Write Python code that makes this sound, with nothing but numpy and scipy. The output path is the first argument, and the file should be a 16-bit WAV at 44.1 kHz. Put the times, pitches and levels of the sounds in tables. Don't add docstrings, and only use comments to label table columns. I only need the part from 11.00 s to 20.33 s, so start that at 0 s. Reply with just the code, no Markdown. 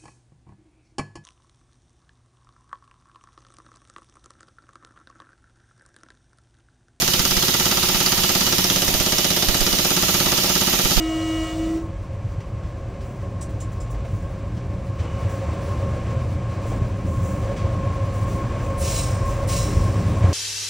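import sys
import numpy as np
from scipy import signal
from scipy.fft import rfft, irfft, next_fast_len
from scipy.io import wavfile
from scipy.ndimage import uniform_filter1d, map_coordinates

SR = 44100
rng = np.random.default_rng(int(sys.argv[2]) if len(sys.argv) > 2 else 0)


def wrap_up_sound(samples):
    columns = np.atleast_2d(samples).T
    tamed = np.clip(columns, -1, 1)
    steps = np.round(tamed * 32767).astype(np.int16)
    wavfile.write(sys.argv[1], SR, steps)


N = 411453

# harmonic number, relative level in dB.
HORN_HARMONICS = [(1, 0), (2, -34), (3, -23), (4, -14), (5, -27), (6, -15.5), (7, -16), (8, -38), (9, -9),
                  (10, -22), (11, -26.5), (12, -28.5), (13, -29), (14, -32.5), (15, -31.5), (16, -33.5),
                  (17, -29.5), (18, -32), (19, -45), (20, -29), (21, -29), (22, -42), (23, -27), (24, -31),
                  (25, -28), (26, -47)]
# time in seconds, relative level in dB.
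BLARE_FADE = [(0, -34), (0.44, -32), (0.53, -36.5), (0.6, -38.5), (0.68, -39.5), (0.75, -43), (0.85, -45)]
# pitch in Hz, half-width in Hz, relative level in dB.
HORN_HOLLOW = [(698, 2.7, 2.5), (646, 14, -8), (652, 19, -11)]
# frequency in Hz, relative level in dB.
HORN_RUSH = [(700, -8), (1300, 9), (1550, 0.5), (2800, 4.5), (3600, -3), (5000, -5.5), (6000, 0),
             (8000, -2.5), (9500, -3.5), (11200, -13), (16000, 3.5)]

def horn():
    bend_s, dull_s, shut_s = .55, .6, .776
    pitch_hz = 320.7 + 21 * since(bend_s)
    phase = phase_of(pitch_hz * (1 + .0011 * wobble(39.2))) + .016 * wobble(260)
    brass = overtones(phase, HORN_HARMONICS[1:10], flicker_db=.8, smear=.014, dull_db=27 * since(dull_s))
    buzz = overtones(phase, HORN_HARMONICS[10:], flicker_db=3.2, smear=.08, dull_db=0)
    partner_phase = phase_of(351.5 * (1 + .003 * wobble(45)))
    partner = unit(sum(amp(1.9 * wobble(19)) * np.sin(k * partner_phase + rng.uniform(0, 2 * np.pi))
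                       for k, _ in HORN_HARMONICS[1:]))
    blare_db = curve(BLARE_FADE)
    easing_db = blare_db - np.mean([db for _, db in BLARE_FADE])
    fundamental = amp(-22.4 - 7.5 * bump(.497, width_s=.068) + .9 * wobble(30)) * np.sin(phase)
    hollow = amp(-42 + .39 * easing_db) * ringing(HORN_HOLLOW, steady=.4)
    blare = amp(blare_db - 3.5 - 14 * bump(.567, width_s=.02)) * brass
    rasp = amp(-4.5 - 55 * since(dull_s)) * buzz + amp(-3.5) * partner + amp(2.5) * noise(HORN_RUSH)
    rasp *= amp(-46 + .49 * easing_db)
    blast = amp(-170 * since(shut_s)) * (fundamental + hollow + blare + rasp)
    return blast + amp(-18) * cab_echo(blast, t60=1.0)

def overtones(phase, harmonics, flicker_db, smear, dull_db):
    total = np.zeros(N)
    for k, db in harmonics:
        gain = amp(db + flicker_db * wobble(44.7) - dull_db * max(k - 6, 0))
        total += gain * np.sin(k * (phase + smear * wobble(70.6)))
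    return total / np.sqrt(sum(amp(db) ** 2 for _, db in harmonics) / 2)

# time in seconds, relative level in dB.
TRACK_ROUGHNESS = [(0, -40.5), (0.15, -34), (0.75, -32.5), (1.0, -33.5), (1.3, -30.5), (3.7, -28.5),
                   (4.9, -23), (5.4, -25.5), (7.15, -23), (7.55, -24.5), (8.0, -23), (8.3, -24),
                   (8.8, -20.5), (9.33, -20)]
# frequency in Hz, relative level in dB.
FLOOR_COLOUR = [(35, -33), (55, -10.5), (66, -5), (105, -1.5), (128, -6), (148, -13), (220, -18),
                (350, -29.5), (1500, -81)]
# pitch in Hz, half-width in Hz, relative level in dB.
CAB_MODES = [(81.5, 10.6, -2), (98, 6.1, -2), (113.1, 13.6, -2)]

def floor_rumble():
    shaking = noise(FLOOR_COLOUR) + amp(1.5) * ringing(CAB_MODES, steady=.79)
    return amp(curve(TRACK_ROUGHNESS) - .77) * unit(shaking * amp(.7 * wobble(21)))

# start in seconds, relative level in dB.
JOINTS = [(1.248, -10.5), (1.381, -11.5), (1.648, -7), (3.132, -8.5), (3.999, -7), (4.249, -4.5),
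          (5.816, -3.5), (8.654, -12), (8.766, 2), (9.242, 2.5), (9.286, 0.5)]

def joint_thumps():
    thumps, t = np.zeros(N + SR), np.arange(SR // 2) / SR
    for (s, db), hz in zip(JOINTS, 96 * (1 + rng.normal(0, .11, len(JOINTS)))):
        bounce = np.sin(2 * np.pi * hz * t) * (1 - np.exp(-t / .0029))
        thumps[round(s * SR):][:len(t)] += amp(db - 5.5 - 60 * t / .13) * bounce
    return thumps[:N]

# time in seconds, level in dB.
SWAY_LEVEL = [(0, -36), (0.75, -33.5), (2.4, -41.5), (2.8, -32.5), (4.6, -42.5), (5.9, -33), (6.8, -36),
              (8.75, -28), (9.33, -44.5)]
# pitch in Hz, half-width in Hz, relative level in dB.
SPRING_MODES = [(49.2, 1.8, 9), (29, 4, -21)]

def body_sway():
    bass = noise([(18, -39), (27, 3.5), (55, 9), (75, -19), (200, -63)])
    return amp(curve(SWAY_LEVEL)) * unit(bass + amp(.5) * ringing(SPRING_MODES, steady=.46))

# start in seconds, level in dB.
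PANEL_FLEXES = [(1.43, -43), (5.64, -24), (6.24, -23), (8.96, -22), (9.25, -20)]
# pitch in Hz, half-width in Hz, relative level in dB.
PANEL_MODES = [(170.2, 5, 4), (191.6, 11.8, -0.5), (222, 4.6, -4.5), (260, 12, -9.5), (298.5, 6.8, -6),
               (318, 21.4, -12), (394.2, 10.4, -6)]

def panel_boom():
    shaking = amp(-38.5 + .83 * swing(TRACK_ROUGHNESS) + 2.1 * wobble(4.5))
    flexing = strikes(PANEL_FLEXES, attack=.088, t60=.98)
    return np.hypot(shaking, flexing) * ringing(PANEL_MODES, steady=.53)

# time in seconds, relative level in dB.
MESH_LEVEL = [(0, -47), (0.35, -42), (1.2, -47), (3.6, -47), (4.35, -38), (5.1, -39.5), (5.3, -42.5),
              (5.6, -39.5), (6.05, -41), (6.55, -36), (7.45, -39.5), (7.85, -34.5), (8.15, -39),
              (8.38, -33), (8.6, -36.5), (9.33, -35.5)]
OCTAVE_LEVEL = [(0, -46.5), (1.25, -53), (2.8, -49), (3.8, -53), (4.0, -45), (5.1, -42), (5.35, -50),
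                (5.63, -43.5), (6.03, -45.5), (6.17, -36), (6.42, -45), (6.62, -40), (6.73, -45),
                (6.86, -38), (7.05, -40), (7.25, -36.5), (7.55, -41), (7.7, -35), (7.88, -44.5),
                (8.28, -34), (8.46, -40), (8.57, -35.5), (8.74, -42.5), (8.86, -34), (9.03, -40.5),
                (9.33, -38)]
# pitch in Hz, half-width in Hz, relative level in dB.
MESH_FUZZ = [(544, 17, -6), (566, 8.8, 1.5), (541, 14, -4.5)]
OCTAVE_FUZZ = [(1078, 17, -2), (1048, 9, -7)]

def gear_whine():
    mesh_db = curve(MESH_LEVEL) - .2 + 1.6 * wobble(18)
    octave_db = curve(OCTAVE_LEVEL) - .6 + 1.9 * wobble(24)
    phase = phase_of(hz=1079 + 7 * wobble(35))
    mesh = unit(ringing(MESH_FUZZ, steady=.9) + amp(-4) * np.sqrt(2) * np.sin(phase / 2))
    octave = unit(ringing(OCTAVE_FUZZ, steady=.95) + amp(1.5) * np.sqrt(2) * np.sin(phase))
    return amp(mesh_db) * mesh + amp(octave_db) * octave

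# time in seconds, relative level in dB.
FREIGHT_SWELL = [(1.0, -53), (2.53, -51), (3.95, -50.5), (4.19, -45.5), (4.4, -44.5), (4.95, -44.5),
                 (5.36, -47.5), (5.68, -45), (6.06, -47.5), (6.32, -45.5), (8.86, -41.5), (9.2, -41)]
# frequency in Hz, relative level in dB.
ROLLING_COLOUR = [(100, -24), (250, -2.5), (330, 4.5), (425, -2), (480, 4), (620, 2), (720, 0), (810, -6.5),
                  (980, -5), (1150, -4), (1450, -26), (3000, -40), (8000, -86)]

def freight_roll():
    return amp(-40 + .87 * swing(FREIGHT_SWELL) + .66 * wobble(15)) * noise(ROLLING_COLOUR)

# start in seconds, relative level in dB.
CLATTERS = [(3.98, -41.5), (4.21, -46), (4.43, -45.5), (5.06, -41), (5.56, -44.5), (5.68, -52), (6.46, -42),
            (6.57, -47), (9.22, -36)]
# start in seconds, relative level in dB, t60 in seconds.
WHEEL_CLACKS = [(1.405, -37.5, 0.044), (2.944, -36.5, 0.092), (3.048, -34, .09), (5.715, -31, .2),
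                (6.422, -34, 0.1), (6.513, -32.5, 0.2), (6.625, -37.5, 0.086)]
# frequency in Hz, relative level in dB.
WHEEL_COLOUR = [(300, -14.5), (900, 1), (1300, 2.5), (1460, 0.5), (1630, 4), (1850, -1.5), (2200, 0.5),
                (2800, -4), (3500, -9.5), (5000, -13), (8000, -13), (16000, -61)]
CLACK_COLOUR = [(150, -9), (500, 14), (750, 6.5), (1100, -7), (2300, -9), (3500, -20), (9000, -25)]

def wheels():
    roar = amp(-47 + swing(FREIGHT_SWELL) + .53 * wobble(25)) * noise(WHEEL_COLOUR)
    clatter = amp(2 * wobble(45)) * (noise(WHEEL_COLOUR) + amp(6) * noise(ROLLING_COLOUR))
    clatter *= strikes(CLATTERS, attack=.026, t60=.6)
    blows = sum(strikes([(s, db)], attack=.0011, t60=t60) for s, db, t60 in WHEEL_CLACKS)
    clacks = blows * amp(2) * noise(CLACK_COLOUR)
    squeal = strikes([(4.04, -49.5)], attack=.04, t60=1.0) * ringing([(2930, 40, 0)], steady=.6)
    return roar + clatter + clacks + squeal

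# start in seconds, level in dB, seconds to open fully,
# seconds until it closes, fade in dB per second.
AIR_VENTS = [(7.775, -28, 0.08, 0.19, 81), (8.472, -29, 0.022, 0.11, 95)]
# frequency in Hz, relative level in dB.
JET_COLOUR = [(700, -42), (2000, -3.5), (2800, 1), (3400, -2.5), (4600, -0.5), (5500, 2), (7300, 3),
              (8400, 4.5), (9500, 2.5), (11200, -3), (13000, 0), (16000, -1)]
# pitch in Hz, half-width in Hz, t60 in seconds,
# level in dB at the first closing, level in dB at the second.
PIPE_NOTES = [(3975, 100, .45, -38, -39), (5270, 150, 1.4, -45.5, -44), (5540, 150, 1.4, -50, -43.5),
              (6790, 120, .8, -42, -45), (8340, 105, .65, -32, -41)]

def air_valve():
    swell_db_per_s, whistle_lead_s = 10, .011
    slit = noise([(4000, -30), (7500, -6), (9000, 2), (12000, -.5), (16000, -11)])
    full = noise(JET_COLOUR) + amp(-12) * ringing([(hz, w, 0) for hz, w, *_ in PIPE_NOTES], steady=0)
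    air = strikes([(AIR_VENTS[-1][0], -37.5)], attack=.1, t60=3.4) * noise(JET_COLOUR)
    for s, db, open_s, held_s, fade_db_per_s in AIR_VENTS:
        opening = np.clip(since(s) / open_s, 0, 1)
        swell_db = swell_db_per_s * (np.minimum(since(s), held_s) - held_s)
        fade_db = fade_db_per_s * since(s + held_s)
        flow = amp(db + swell_db - fade_db + .67 * wobble(70)) * np.sqrt(opening)
        fullness = np.clip(1.3 * opening ** 2, 0, 1)
        air += flow * (np.sqrt(fullness) * full + np.sqrt(1 - fullness) * slit)
    whistle_starts = [s + held_s - whistle_lead_s for s, _, _, held_s, _ in AIR_VENTS]
    for hz, width, t60, *levels_db in PIPE_NOTES:
        whistle = ringing([(hz, width, 0)], steady=.6)
        air += strikes(zip(whistle_starts, levels_db), attack=.011, t60=t60) * whistle
    return air

# time in seconds, relative level in dB, pitch ratio.
FITTING_TICKS = [(2.413, -26.5, 1), (2.604, -29, .91), (2.804, -33.5, .9)]
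# pitch in Hz, half-width in Hz, relative level in dB.
FITTING_MODES = [(5720, 150, -2), (7650, 170, 1), (8300, 280, 1.5), (10600, 300, -2)]
# frequency in Hz, relative level in dB.
SCRAPE_COLOUR = [(1500, -16), (3300, -5), (4400, -9), (7000, 0), (9000, -1.5), (11000, -10), (16000, -10.5)]

def loose_fittings():
    ticks = np.zeros(N)
    for s, db, ratio in FITTING_TICKS:
        ring = ringing([(hz * ratio, width, level) for hz, width, level in FITTING_MODES], steady=0)
        metal = amp(-6.5) * noise(SCRAPE_COLOUR) + amp(-5.5) * ring
        ticks += strikes([(s - .004, db)], attack=.011, t60=.13) * metal
    return ticks

# start in seconds, level in dB, t60 in seconds.
TRIM_KNOCKS = [(1.401, -47, .17), (1.63, -53.5, .4), (2.004, -48, 0.22), (2.941, -47.5, 0.13),
               (3.049, -51.5, .13), (3.565, -47, .22), (3.987, -44.5, .4), (6.561, -39.5, 0.32)]
# frequency in Hz, relative level in dB.
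TRIM_COLOUR = [(900, -17), (1600, 1), (3000, 2.5), (4000, -3.5), (5500, -2.5), (7000, -7), (12000, -15)]

def trim_knocks():
    return sum(strikes([(s, db)], attack=.0047, t60=t60) for s, db, t60 in TRIM_KNOCKS) * noise(TRIM_COLOUR)

# start in seconds, level in dB, t60 in seconds.
RUSTLES = [(2.01, -46, 0.64), (2.49, -43, 0.14), (2.717, -42, 0.12), (2.901, -37, 0.14),
           (3.077, -45.5, 0.82), (4.278, -37.5, .45), (5.651, -37.5, 0.45), (6.038, -38.5, 1),
           (6.214, -37.5, 0.81), (7.12, -37, 0.54), (7.26, -37.5, 0.57), (7.616, -37.5, .4),
           (8.24, -32, 0.61)]
# frequency in Hz, relative level in dB.
RUSTLE_COLOUR = [(3000, -41), (5500, -2.5), (7000, 3), (9000, 0), (11000, 1.5), (13000, -5), (16000, 3)]

def rustles():
    swells = sum(strikes([(s, db)], attack=.077 * t60, t60=t60) for s, db, t60 in RUSTLES)
    return swells * noise(RUSTLE_COLOUR)

# frequency in Hz, relative level in dB.
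DRAUGHT_COLOUR = [(1500, -36), (3500, -1.5), (5000, 0), (7000, -2), (8300, -4.5), (10000, 2.5), (11000, -6),
                  (13000, -1), (16000, -4)]

def window_draught():
    return amp(-57.5 + 1.23 * swing(FREIGHT_SWELL) + 2.7 * wobble(30)) * noise(DRAUGHT_COLOUR)

def cab_echo(x, t60):
    t = np.arange(SR // 2) / SR
    tail = rng.standard_normal(len(t)) * amp(-60 * t / t60)
    return signal.fftconvolve(x, tail / np.linalg.norm(tail))[:N]

def amp(db):
    return 10 ** (np.asarray(db) / 20)

def unit(x):
    return x / np.sqrt(np.mean(x ** 2) + 1e-20)

def since(s):
    return np.maximum(np.arange(N) / SR - s, 0)

def bump(s, width_s):
    return np.exp(-((since(0) - s) / width_s) ** 2)

def curve(rows):
    return np.interp(since(0), *np.transpose(rows))

def swing(rows):
    db = curve(rows)
    return db - db.mean()

def wobble(rate):
    return map_coordinates(rng.standard_normal(int(N * rate / SR) + 4), [np.arange(N) * rate / SR])

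def phase_of(hz):
    return 2 * np.pi * np.cumsum(hz) / SR

def along(points, hz):
    f, v = np.transpose(points)
    return np.interp(np.log(hz + 1), np.log(f + 1), v)

def filtered(x, response):
    m = next_fast_len(N + SR // 2)
    return irfft(rfft(x, m) * response(np.fft.rfftfreq(m, 1 / SR)), m)[..., :N]

def noise(colour):
    return unit(filtered(rng.standard_normal(N), lambda hz: amp(along(colour, hz))))

def ringing(modes, steady):
    peaks = lambda f: sum(amp(db) / (1 + ((f - hz) / width) ** 2) for hz, width, db in modes)
    x = unit(filtered(rng.standard_normal(N), peaks))
    power = np.abs(uniform_filter1d(x ** 2, size=SR // 6)) + 1e-6
    return unit(x / power ** (steady / 2))

def strikes(rows, attack, t60):
    envelope, t = np.zeros(N + SR), np.arange(SR) / SR
    for s, db in rows:
        envelope[round(s * SR):][:len(t)] += amp(db - 60 * t / t60) * (1 - np.exp(-t / attack))
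    return envelope[:N]

# frequency in Hz, relative echo level in dB.
STEREO_WIDTH = [(60, -59), (200, -25.5), (400, -19.5), (700, -14.5), (1200, -26.5), (1800, -55.5),
                (4500, -50), (7000, -11), (11000, -45), (15000, -19.5)]
# frequency in Hz, left's lead in radians.
STEREO_PHASE = [(5200, 0), (6200, -.5), (6600, -1), (7600, -1.6), (9000, -1.95), (10400, -2.7),
                (12400, -3.14), (13700, -3.35), (15800, -4.3)]
# frequency in Hz, left over right in dB.
STEREO_LEAN = [(250, 0), (650, 1), (1100, 0.73), (1600, 0)]

def scene():
    cab = floor_rumble() + body_sway() + panel_boom() + freight_roll() + joint_thumps()
    cab += gear_whine() + wheels() + horn() + window_draught() + air_valve()
    cab += loose_fittings() + trim_knocks() + rustles()
    diffuse = filtered(cab_echo(cab, t60=.12), lambda hz: amp(along(STEREO_WIDTH, hz)))
    left = lambda hz: np.exp(.5j * along(STEREO_PHASE, hz)) * amp(along(STEREO_LEAN, hz) / 2)
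    sides = np.array([cab + diffuse, cab - diffuse])
    return filtered(sides, lambda hz: np.array([left(hz), 1 / left(hz)]))

def record(dry):
    top_hz = 15800
    return filtered(dry, lambda hz: (hz < top_hz) * amp(along([(12, -19), (25, .5)], hz)))

dry = scene()
out = record(dry)
wrap_up_sound(out)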